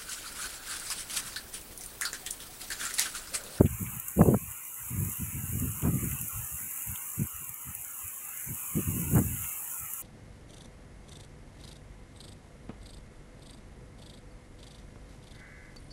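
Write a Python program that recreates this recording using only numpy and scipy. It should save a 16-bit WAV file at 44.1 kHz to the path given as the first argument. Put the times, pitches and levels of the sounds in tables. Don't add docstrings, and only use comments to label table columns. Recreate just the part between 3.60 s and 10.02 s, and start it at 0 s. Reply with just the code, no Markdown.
import sys
import numpy as np
from scipy import signal
from scipy.fft import rfft, irfft, next_fast_len
from scipy.io import wavfile
from scipy.ndimage import uniform_filter1d, map_coordinates

SR = 44100
rng = np.random.default_rng(int(sys.argv[2]) if len(sys.argv) > 2 else 0)


def generate_wav(signal):
    frames = np.transpose(np.atleast_2d(signal))
    scaled = np.clip(frames, -1, 1) * 32767
    pcm = np.round(scaled).astype(np.int16)
    wavfile.write(sys.argv[1], SR, pcm)


N = 283122

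# time in seconds, patter level in dB, wash in dB relative to the patter.
DOWNPOUR = [(0.0, -42.5, -12.5), (0.29, -40.5, -13), (1.14, -41, -14), (1.5, -37, -15),
            (1.84, -39.5, -13.5), (2.5, -36.5, -14.5), (2.75, -38, -14), (3.31, -38, -15), (3.93, -41, -14),
            (4.61, -40, -13.5), (5.38, -35.5, -15), (5.65, -36, -14.5), (6.42, -39, -13.5)]
# frequency in Hz, relative gain in dB.
WASH_COLOUR = [(500, -43), (750, -10.5), (1000, -3), (1300, -1), (1800, -8), (2100, -3.5), (2900, -3),
               (3250, -20), (4400, -25.5), (4900, -50)]
# frequency in Hz, relative gain in dB.
MURMUR_COLOUR = [(30, -19), (70, 5.5), (150, 1), (350, -3), (700, -6.5), (1500, -17), (3000, -11.5),
                 (4000, -33.5), (4800, -67.5)]
# frequency in Hz, relative gain in dB.
EDGE_COLOUR = [(4300, -56), (4800, -34), (5500, -7.5), (6200, 2.5), (6600, -14), (7200, -30)]
# start in seconds, length in seconds, level in dB ahead of
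# the port and bass cut, treble loss in dB per 100 Hz (sign ignored).
PORT_GUSTS = [(0.003, 0.015, -9.5, 3.5), (0.034, 0.033, -17, 6), (0.084, 0.09, -29.5, 20.5),
              (.2, 0.048, -30, 8), (0.248, .07, -35, 15), (0.323, 0.071, -36.5, 14.5),
              (0.405, 0.16, -48, 25), (0.569, 0.03, -19, 7.5), (0.589, 0.049, -14, 3.5),
              (0.61, 0.0095, -13, 1.05), (0.653, 0.025, -21, 3), (.669, 0.034, -15.5, 3.5),
              (0.7, .049, -21, 4), (.727, .044, -20, 7.5), (0.74, 0.0099, -20, 1.5), (.8, .075, -39, 14),
              (.869, .055, -39.5, 24), (1.191, 0.12, -41, 37), (1.301, 0.048, -33, 10.5),
              (1.344, 0.15, -26, 10), (1.595, 0.058, -28, 12), (1.666, .047, -38, 12.5),
              (1.729, 0.084, -30.5, 10), (1.828, 0.034, -31.5, 10), (1.876, 0.07, -31, 15),
              (1.916, 0.1, -29, 9), (2.006, 0.066, -26.5, 8), (2.068, .037, -28, 9.5),
              (2.091, .11, -38, 10), (2.231, 0.085, -21.5, 7), (2.233, 0.059, -36.5, -0.5),
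              (2.315, 0.08, -25.5, 8), (2.411, 0.079, -26.5, 8), (2.486, 0.077, -31, 14.5),
              (2.596, 0.077, -35.5, 12), (2.744, 0.092, -26.5, 29), (2.923, .044, -35.5, 21),
              (2.996, 0.1, -49.5, 9), (3.271, 0.067, -32.5, 16), (3.583, 0.066, -25.5, 9),
              (3.727, 0.076, -40.5, 32), (3.805, .042, -48, 8), (3.877, 0.05, -45.5, 17),
              (4.062, 0.056, -39.5, 11), (4.153, 0.066, -47.5, 24), (4.435, .037, -39.5, 24.5),
              (4.871, 0.077, -34.5, 9), (5.11, .05, -45, 18), (5.151, 0.055, -24.5, 5.5),
              (5.21, .06, -37, 12), (5.27, 0.043, -22.5, 11), (5.303, 0.17, -30.5, 7.5),
              (5.436, 0.093, -29.5, 11.5), (5.523, 0.099, -18.5, 5.5), (5.551, .045, -31, 0.5),
              (5.633, 0.078, -27.5, 11.5), (5.703, 0.058, -30, 13), (5.757, .11, -37, 18),
              (6.194, 0.067, -41.5, 18)]
# start in seconds, gain in dB, pitch in Hz.
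PUDDLE_SPLATS = [(0.0564, -31.5, 2560), (0.262, -38.5, 2320), (2.2202, -36, 2600), (2.514, -37.5, 2220),
                 (3.355, -38, 2900), (5.759, -43, 2560), (5.822, -40, 2700), (5.841, -35, 2430),
                 (5.919, -43, 2210)]
# start in seconds, gain in dB ahead of the patter's colour.
NEAR_DROPS = [(0.0649, -25.5), (0.1892, -30), (0.2279, -22.5), (0.399, -17.5), (0.483, -14.5),
              (0.4877, -21.5), (0.5782, -25), (0.637, -24.5), (0.9118, -24), (1.57, -23), (1.999, -16),
              (2.2199, -23), (2.4678, -25), (2.5132, -20.5), (2.6138, -17), (2.6828, -18.5),
              (3.1612, -23.5), (3.2274, -23.5), (3.2721, -22), (3.358, -21.5), (3.499, -26.5),
              (3.7638, -23.5), (3.893, -20.5), (3.9424, -23.5), (4.151, -20), (4.2487, -28), (4.445, -27.5),
              (4.48, -22), (4.6905, -23.5), (4.7743, -22.5), (4.9451, -20.5), (5.2446, -26), (5.55, -14),
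              (5.5903, -17), (5.7892, -20.5), (6.3362, -17.5)]
# frequency in Hz,
# relative gain in dB.
PATTER_COLOUR = [(3000, -68), (4790, -47), (5490, -23), (6100, -20), (6540, -4.5), (7450, -1.5), (8600, -3),
                 (9350, -6.5), (10200, 1.5), (11500, -2.5), (12700, 2.5), (13900, -4.5), (15100, 0.5),
                 (16000, -4.5)]


def amp(db):
    return 10 ** (np.asarray(db) / 20)


def unit(x):
    return x / np.sqrt(np.mean(x ** 2) + 1e-20)


def filtered(x, response):
    size = next_fast_len(len(x) + 4096)
    return irfft(rfft(x, size) * response(np.fft.rfftfreq(size, 1 / SR)), size)[:len(x)]


def colour(points):
    point_hz, db = np.transpose(points)
    return lambda hz: amp(np.interp(np.log(hz + 1), np.log(point_hz), db))


def wobble(rate):
    return map_coordinates(rng.standard_normal(int(N * rate / SR) + 4), [np.arange(N) * rate / SR])


def patchy_noise(depth_db, band_hz, patch_s, abrupt):
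    hz, t, spectrum = signal.stft(rng.standard_normal(N), SR, nperseg=1024, noverlap=768)
    bands, patches = np.meshgrid(np.round(hz / band_hz), t / patch_s, indexing="ij")
    drift = map_coordinates(rng.standard_normal((200, 400)), [bands, patches], mode="wrap")
    gain = amp(depth_db * unit(np.tanh(abrupt * drift)))
    return signal.istft(spectrum * gain, SR, nperseg=1024, noverlap=768)[1][:N]


def splash(decay_s, noise):
    return noise * amp(-60 * np.arange(noise.shape[-1]) / SR / decay_s)


def downpour_db(column=1):
    rows = np.array(DOWNPOUR)
    return np.interp(np.arange(N) / SR, rows[:, 0], rows[:, column])


def gated_wash():
    flicker = patchy_noise(depth_db=6.0, band_hz=119.85, patch_s=0.07, abrupt=1.7)
    wash = unit(filtered(flicker, colour(WASH_COLOUR)))
    murmur = amp(-10) * unit(filtered(rng.standard_normal(N), colour(MURMUR_COLOUR)))
    return amp(downpour_db() + downpour_db(column=2) + 0.56 * wobble(3)) * (wash + murmur)


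def hiss_edge(below_patter_db=25):
    fizz = patchy_noise(depth_db=16.0, band_hz=198.0, patch_s=0.044, abrupt=3.2)
    level_db = downpour_db() - below_patter_db + 0.97 * wobble(6)
    return amp(level_db) * unit(filtered(fizz, colour(EDGE_COLOUR)))


def wind_on_port(rise_share=0.42, bass_cut_hz=95, port_hz=1800):
    out = np.zeros(N + 2 * SR)
    t = np.arange(-SR // 2, SR // 2) / SR
    for start, length, db, loss_db in PORT_GUSTS:
        rise, fall = rise_share * length, (1 - rise_share) * length
        rumble = lambda hz: amp(-abs(loss_db) * hz / 100) / np.sqrt(1 + (65 / (hz + 1)) ** 4)
        fits = amp(2.32 * np.repeat(rng.standard_normal(SR // 300), 300))
        eddies = unit(filtered(fits * rng.standard_normal(SR), rumble))
        power = np.abs(uniform_filter1d(eddies ** 2, size=900))
        eddies = unit(eddies / (power + 0.05) ** 0.37)
        eddies = unit(eddies - 0.035 * (eddies ** 2 - 1))
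        swell = amp(db - 10 * np.abs(t / np.where(t < 0, rise, fall)) ** 2.23)
        out[round((start + rise) * SR) + SR // 2:][:SR] += swell * eddies
    bass_cut = lambda hz: 1 / np.sqrt(1 + (bass_cut_hz / (hz + 1)) ** 5.3)
    return filtered(out, lambda hz: bass_cut(hz) / (1 + (hz / port_hz) ** 4))[SR:SR + N]


def puddle_splats():
    out = np.zeros(N + SR)
    t = np.arange(3000) / SR
    attack = 1 - np.exp(-t / 0.0027)
    for start, db, pitch_hz in PUDDLE_SPLATS:
        band = unit(filtered(rng.standard_normal(len(t)), lambda hz: 1 / (1 + (hz / 800) ** 4)))
        cavity = np.sin(2 * np.pi * pitch_hz * t)
        out[round(start * SR):][:len(t)] += amp(db) * splash(0.05, band) * attack * cavity
    return filtered(out[:N], lambda hz: 1 / (1 + (hz / 4300) ** 12))


def near_drops():
    out = np.zeros(N + SR)
    for start, db in NEAR_DROPS:
        crack, spray = rng.standard_normal((2, 900))
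        lag = round(rng.uniform(0.0016, 0.0024) * SR)
        out[round(start * SR):][:len(crack)] += amp(db) * splash(0.0044, crack)
        out[round(start * SR) + lag:][:len(spray)] += amp(db) * 0.39 * splash(0.017, spray)
    return filtered(out[:N], colour(PATTER_COLOUR))


def patter(drops=8000):
    time_draw, size_draw, pitch_draw = np.hsplit(rng.random((drops, 3)), 3)
    strength = amp(np.minimum(-4.5 * np.log(size_draw + 1e-6), 15))
    pitch_hz = 6000 * (15500 / 6000) ** pitch_draw
    t = np.arange(256) / SR
    band = uniform_filter1d(rng.standard_normal((drops, len(t))), size=7)
    bursts = strength * splash(0.0032, band) * np.sin(2 * np.pi * pitch_hz * t)
    positions = (time_draw * N).astype(int) + np.arange(len(t))
    ticks = unit(np.bincount(positions.ravel(), bursts.ravel())[:N])
    hiss = patchy_noise(depth_db=0.04, band_hz=1680, patch_s=0.06, abrupt=0.4)
    rain = unit(filtered(hiss + amp(-5.5) * ticks, colour(PATTER_COLOUR)))
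    return amp(downpour_db() + 0.57 * wobble(6.5) + 0.6 * wobble(25)) * rain


def scene():
    return (patter() + hiss_edge() + gated_wash() + near_drops() + puddle_splats() + wind_on_port())[None]


def record(dry):
    overload, band_limit_hz = 0.55, 15720
    saturated = dry[0] / (1 + np.abs(dry[0] / overload) ** 4) ** (1 / 4)
    return filtered(saturated, lambda hz: hz < band_limit_hz)[None]


dry = scene()
out = record(dry)
generate_wav(out)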